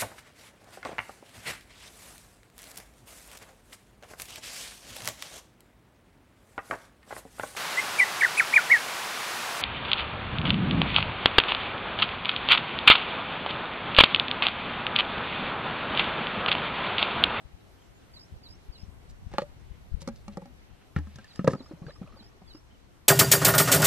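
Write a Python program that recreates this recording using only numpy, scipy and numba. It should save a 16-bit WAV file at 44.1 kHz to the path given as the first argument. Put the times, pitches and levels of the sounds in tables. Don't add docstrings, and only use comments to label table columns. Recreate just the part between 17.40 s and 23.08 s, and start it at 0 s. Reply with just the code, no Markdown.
import sys
import numpy as np
from scipy import signal
from scipy.io import wavfile
from scipy.ndimage import uniform_filter1d
from numba import njit

SR = 44100
rng = np.random.default_rng(int(sys.argv[2]) if len(sys.argv) > 2 else 0)


def unload_audio(sound):
    columns = np.transpose(np.atleast_2d(sound))
    steps = np.round(np.clip(columns, -1, 1) * 32767)
    wavfile.write(sys.argv[1], SR, steps.astype(np.int16))


N = 250488


def undb(db):
    return 10 ** (np.asarray(db) / 20)


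def level(x, db):
    return x * undb(db) / np.sqrt(np.mean(x ** 2))


@njit
def low_and_band(x, hz, damping):
    y, band_state, low_state = np.empty((2, len(x))), 0., 0.
    g = np.tan(np.pi * hz / SR)
    for i in range(len(x)):
        v = (band_state + g * (x[i] - low_state)) / (1 + g * (g + damping))
        y[0, i], y[1, i] = low_state + g * v, damping * v
        band_state, low_state = 2 * v - band_state, low_state + 2 * g * v
    return y


def band(x, hz, width_hz, order=1):
    for _ in range(order):
        x = low_and_band(x, float(min(hz, .4 * SR)), width_hz / hz)[1]
    return x


def wander(rate):
    hold = int(SR / rate)
    steps = np.repeat(rng.standard_normal(N // hold + 1), hold)
    path = uniform_filter1d(uniform_filter1d(steps, hold), hold)[:N]
    return path / np.std(path)


def curve(points):
    return np.interp(np.arange(N) / SR, *np.transpose(points))


def add(out, start_s, x, pan_db=0, lag=0):
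    for ch, sign in enumerate((1, -1)):
        i = int(start_s * SR) + (lag if ch == 0 else 0)
        row = np.atleast_2d(x)[-ch]
        out[ch, i:i + len(row)] += row[:N - i] * undb(sign * pan_db / 2)


def fade(t, ring_s):
    return np.exp(-np.log(1000) * t / max(ring_s, 1e-3))


def ring(t, hz, ring_s, glide=0):
    return np.sin(2 * np.pi * hz * (t + glide * t ** 2 / 2)) * fade(t, ring_s) * np.minimum(4 * hz * t, 1)


def clicks(n, per_s, spread_db):
    sizes = (rng.random(n) < per_s / SR) * undb(spread_db * rng.exponential(size=n))
    return level(sizes * rng.standard_normal(n) + 1e-9, 0)


def open_air():
    # pitch_hz, relative_db
    mid = [(47, -30), (80, 1), (424, -8), (539, -11), (613, -9.5), (906, -14.5), (3050, -22), (14200, -35)]
    side = [(47, -29), (80, -11.5), (226, -10), (669, -18), (1310, -21.5), (3050, -27), (14200, -40.5)]
    out = np.zeros((2, N))
    for shape, total_db, signs in (mid, -60, [1, 1]), (side, -61.5, [1, -1]):
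        pitches, levels = np.transpose(shape)
        hiss, swell = 0, wander(0.18)
        for hz in 90 * 2 ** np.arange(0, 8, .5):
            db = np.interp(np.log(hz), np.log(pitches), levels) + 0.6 * swell + 1.7 * wander(22)
            treble_lift = max(hz / 10500, 1) ** 1.6
            hiss += undb(db) * band(rng.standard_normal(N), hz, hz / 2, order=2) * treble_lift
        out += np.outer(signs, level(hiss, total_db))
    return out


def wind(rumble_hz=47.2):
    # time_s, level_db
    loudness = [(0, -56.5), (.8, -55), (1.2, -52), (1.55, -47.5), (2.0, -49.5), (2.9, -48), (3.5, -57.5),
                (4.7, -52), (5.68, -59.5)]
    # middle_s, level_db, channel (0 left, 1 right)
    swirls = [(0.058, -42.5, 0), (0.144, -41.5, 0), (0.928, -39.5, 0), (0.939, -38, 1), (0.968, -37, 1),
              (1.1, -40, 1), (1.298, -32, 0), (1.436, -36.5, 0), (1.49, -42, 0), (1.827, -39, 1),
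              (1.87, -34, 0), (1.942, -35, 1), (2.314, -35.5, 0), (2.486, -40, 1), (2.525, -30, 0),
              (2.545, -21, 0), (2.575, -38, 0), (3.33, -47.5, 0), (4.71, -47, 0)]
    out = np.zeros((2, N))
    for ch in range(2):
        gusts = rng.standard_normal(N) * undb(2.5 * wander(20))
        rumble = band(gusts, rumble_hz, 1.3 * rumble_hz)
        out[ch] = low_and_band(rumble, 2.5 * rumble_hz, 1.2)[0]
    out = level(out, 0) * undb(curve(loudness))
    for middle_s, db, ch in swirls:
        length_s = 0.03 * undb(-0.19 * (db + 35))
        span = np.linspace(-1, 1, int(length_s * SR))
        speed, phase = rng.random(2)
        angle = np.pi * rumble_hz * (0.68 + 0.96 * speed) * length_s * span + 2 * np.pi * phase
        swing = np.sin(angle) + 0.19 * np.sin(2 * angle) + 0.23 * np.sin(3 * angle)
        i = int((middle_s - length_s / 2) * SR)
        out[int(ch), i:i + len(span)] += 2 * undb(db) * swing * np.cos(np.pi * span / 2) ** 2
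    return out


def chirp(length_s, start_hz, end_hz, db):
    n = int(length_s * SR)
    flutter = undb(15 * uniform_filter1d(rng.standard_normal(n), size=60))
    whistle = np.sin(2 * np.pi * np.cumsum(np.geomspace(start_hz, end_hz, n)) / SR)
    return undb(db) * whistle * np.hanning(n) ** .5 * flutter


def birds(echo_db=-9, echo_s=.12):
    # delay_s, length_s, start_hz, end_hz, relative_db
    phrase = [(0, .026, 4950, 4300, 2), (.018, .038, 4450, 3750, 5), (.056, .015, 5100, 4600, 3),
              (.071, .02, 5350, 4750, 4), (.089, .022, 5150, 5350, 2), (.108, .026, 5300, 5900, -8)]
    # start_s, level_db
    repeats = [(.734, -53.5), (1.029, -53.5), (1.320, -56), (3.875, -58), (4.165, -58.5), (4.460, -60),
               (4.765, -58), (5.072, -55.5)]
    # start_s, length_s, start_hz, end_hz, level_db
    single_notes = [(.20, .02, 4200, 3700, -69), (.38, .02, 2800, 3300, -66), (.415, .018, 3500, 2800, -65),
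                    (.41, .025, 7000, 7000, -69), (.44, .04, 7350, 7300, -71), (.535, .06, 7000, 7000, -68),
                    (.61, .04, 4400, 2300, -67), (1.34, .07, 2950, 2750, -67), (4.80, .04, 3100, 3300, -68),
                    (5.055, .045, 3500, 3300, -66), (5.10, .08, 3100, 2750, -66),
                    (5.30, .03, 2900, 3300, -66), (5.335, .03, 3300, 2700, -67)]
    out = np.zeros((2, N))
    for start_s, db in repeats:
        tuning = 1 + 0.007 * rng.standard_normal()
        for delay_s, length_s, start_hz, end_hz, relative_db in phrase:
            note = chirp(length_s, tuning * start_hz, tuning * end_hz, db + relative_db)
            add(out, start_s + delay_s, note, pan_db=-2.5, lag=5)
    for start_s, length_s, start_hz, end_hz, db in single_notes:
        add(out, start_s, chirp(length_s, start_hz, end_hz, db), pan_db=.3, lag=2)
    t = np.arange(SR // 4) / SR
    echo = rng.standard_normal((2, len(t))) * fade(t, echo_s)
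    echo *= undb(echo_db) / np.linalg.norm(echo, axis=1, keepdims=True)
    return out + signal.fftconvolve(out, echo, axes=1)[:, :N]


def rubs_and_knock_tails():
    # start_s, length_s, level_db, pitch_hz
    noises = [(1.69, 0.028, -60, 5950), (1.913, 0.072, -56, 1680), (1.989, 0.047, -53, 2550),
              (2.603, 0.032, -52.5, 4600), (2.753, 0.028, -61, 4800), (2.92, 0.032, -62, 3000),
              (3.393, 0.057, -64.5, 1430), (3.555, 0.038, -55.5, 2450), (4.467, 0.039, -63, 2780),
              (3.597, 0.53, -64.5, 2380), (4.084, 0.066, -69, 1200), (4.089, 0.055, -52, 5150),
              (4.086, 0.081, -34, 170)]
    out = np.zeros((2, N))
    for start_s, length_s, db, hz in noises:
        n = int(length_s * SR)
        grains = band(clicks(n, per_s=9000, spread_db=2.3), hz, 1.5 * hz, order=2)
        add(out, start_s, level(grains, db) * np.hanning(n) ** 0.25, lag=2)
    return out


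def knocks(hits, wall_tones, lag, ring_scale, crack_hz, crack_s, crunch, crunch_s):
    out, t = np.zeros((2, N)), np.arange(SR // 4) / SR
    for start_s, blow_db, hardness, air_db, air_hz, crack_db in hits:
        stretch = ring_scale * undb(-0.2583 * (blow_db + 31.5))
        wall = 0
        for k, (hz, db, ring_s) in enumerate(wall_tones):
            spot_db, detune = rng.normal(0, [3.5, .02])
            gain = (-1) ** k * undb(db + hardness * np.log2(hz / 800) + spot_db)
            wall += gain * ring(t, hz * (1 + detune), stretch * ring_s)
        push = crunch * clicks(len(t), per_s=2500, spread_db=3.5) * fade(t, crunch_s)
        push[0] = 1
        body = .5 * wall - undb(air_db) * ring(t, air_hz, stretch * .11)
        body = signal.fftconvolve(body, push / np.linalg.norm(push))[:len(t)]
        shared, *sides = rng.standard_normal((3, len(t)))
        hiss = np.array([band(shared + 2.53 * own, crack_hz, 1.51 * crack_hz, order=3) for own in sides])
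        crack = hiss * fade(t, crack_s) * np.minimum(t / 0.0011, 1)
        add(out, start_s, undb(blow_db) * (body + undb(crack_db) * crack), lag=lag)
    return out


def bottle_knocks():
    # start_s, level_db, hardness_db_per_octave, air_relative_db, air_hz, crack_relative_db
    hits = [(1.915, -53, -1, 13, 138, -6), (1.937, -28, -3.5, -15, 176, -23),
            (1.983, -11.5, 2, -14.5, 206, -27), (2.018, -28.5, -4, -4.5, 158, -24),
            (2.617, -43.5, -2.5, 2.5, 159, -1.5), (2.675, -28, -3, 1, 227, -10.5),
            (2.686, -34.5, 0, 9.5, 221, -10), (2.880, -40.5, 4, 6, 206, -7),
            (2.971, -29, -9.5, 4, 183, -18), (3.018, -44.5, -3, 4.5, 178, -16),
            (3.056, -52, 2, 6.5, 246, -6)]
    # pitch_hz, relative_db, base_ring_s
    wall_tones = [(366, -4, 0.028), (497, -5, 0.069), (560, -3.5, 0.11), (818, 4, 0.036), (940, 0, 0.013),
                  (1188, 3.5, 0.019), (1360, -4, 0.021), (1663, -20.5, 0.18), (1880, -8.5, 0.025),
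                  (2300, -10, 0.033), (2850, -13, 0.025), (4270, -8.5, 0.026)]
    return knocks(hits, wall_tones, lag=4, ring_scale=1.0,
                  crack_hz=5200, crack_s=0.026, crunch=0.036, crunch_s=0.064)


def can_knocks():
    # start_s, level_db, hardness_db_per_octave, air_relative_db, air_hz, crack_relative_db
    hits = [(3.563, -28.5, 2.5, 15, 152, -19), (3.587, -41.5, 2.5, 8, 288, -9.5),
            (3.670, -52.5, 2, 14, 202, -8), (3.757, -48.5, -0.5, 8.5, 134, 2),
            (3.785, -43.5, 5, 0, 208, -11), (3.843, -63.5, 12.5, -14, 199, 12),
            (3.958, -57, 10.5, -8, 185, 10), (3.993, -33.5, 2, 18.5, 195, -24),
            (4.044, -27.5, -6.5, 11.5, 164, -18), (4.0725, -30, 4, 1, 306, -19),
            (4.0758, -6.5, -4, -2, 280, -26), (4.107, -37, -2, 1, 317, -25),
            (4.134, -28.5, -2.5, 4, 210, -23), (4.149, -45.5, -2, 15, 187, -9)]
    # pitch_hz, relative_db, base_ring_s
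    wall_tones = [(134, -9.5, 0.2), (372, -18, 0.021), (532, 1.5, 0.097), (730, -1, 0.047),
                  (855, -4.5, 0.058), (1026, -7, 0.092), (1294, 1.5, 0.059), (1614, -10.5, 0.11),
                  (1787, 2, 0.029), (2856, -19.5, 0.12), (3920, -63, 0.015)]
    return knocks(hits, wall_tones, lag=1, ring_scale=0.55,
                  crack_hz=4600, crack_s=0.03, crunch=0.033, crunch_s=0.082)


def air_pockets(pockets, glide_per_hz=0, splash=0):
    out, t = np.zeros((2, N)), np.arange(SR // 2) / SR
    for start_s, db, hz, ring_s in pockets:
        noise = band(rng.standard_normal(len(t)), 1.17 * hz, 2.4 * hz, order=2) * np.sqrt(1000 / hz)
        spray = splash * noise * fade(t, ring_s) * np.minimum(t * hz, 1)
        tone = ring(t, hz, ring_s, glide_per_hz * hz)
        add(out, start_s, undb(db) * (spray - tone) * (t < ring_s), lag=1)
    return out


def can_boom():
    # start_s, level_db, pitch_hz, ring_s
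    boom = [(3.571, -23.5, 76.6, 0.41)]
    return air_pockets(boom)


def fizz():
    # time_s, level_db
    loudness = [(4.15, -59), (4.5, -67), (4.8, -61), (5.3, -90)]
    db = curve([(loudness[0][0] - .05, -90), *loudness, (loudness[-1][0] + 0.047, -90)])
    swarm = sum((500 / hz) ** 1.04 * band(clicks(N, per_s=300, spread_db=2.5), hz, 0.18 * hz, order=2)
                for hz in np.geomspace(300, 7000, num=13))
    return undb(db + wander(47)) * level(swarm, 0)


def glugs(plip_count=12):
    # start_s, level_db, pitch_hz
    bubbles = [(4.205, -32.5, 254), (4.261, -47.5, 1170), (4.311, -33, 307), (4.320, -41.5, 530),
               (4.335, -34.5, 165), (4.372, -52, 576), (4.418, -30, 155), (4.442, -35.5, 178),
               (4.465, -30.5, 142), (4.466, -43.5, 1540), (4.482, -38.5, 476), (4.493, -37.5, 560),
               (4.506, -44, 1680), (4.557, -54, 1190), (4.614, -27.5, 181), (4.640, -38.5, 134),
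               (4.674, -48, 590), (4.675, -55, 2420), (4.735, -44, 217), (4.764, -48.5, 533),
               (4.808, -43, 213), (5.018, -43.5, 188), (5.018, -49.5, 730), (5.148, -37, 298)]
    when, strength, pitch = rng.random((plip_count, 3)).T
    plip_s = np.interp(when, (0, 1), (4.42, 4.78))
    plip_db = -50 + 6 * (strength - .5)
    plip_hz = 1160 * 2 ** (.25 * (pitch - .5))
    pockets = [(start_s, db, hz, 0.076 * (hz / 200) ** -0.37)
               for start_s, db, hz in [*bubbles, *zip(plip_s, plip_db, plip_hz)]]
    return air_pockets(pockets, glide_per_hz=0.0064, splash=0.81)


def scene():
    background = open_air() + wind() + birds()
    handling = rubs_and_knock_tails() + bottle_knocks() + can_knocks() + can_boom()
    return background + handling + fizz() + glugs()


def record(dry):
    bass_cut = signal.butter(1, 75.6, "high", fs=SR, output="sos")
    treble_cut = signal.ellip(10, .2, 80, 14350, fs=SR, output="sos")
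    return signal.sosfilt(treble_cut, [dry[0], signal.sosfilt(bass_cut, dry[1])])


dry = scene()
out = record(dry)
unload_audio(out)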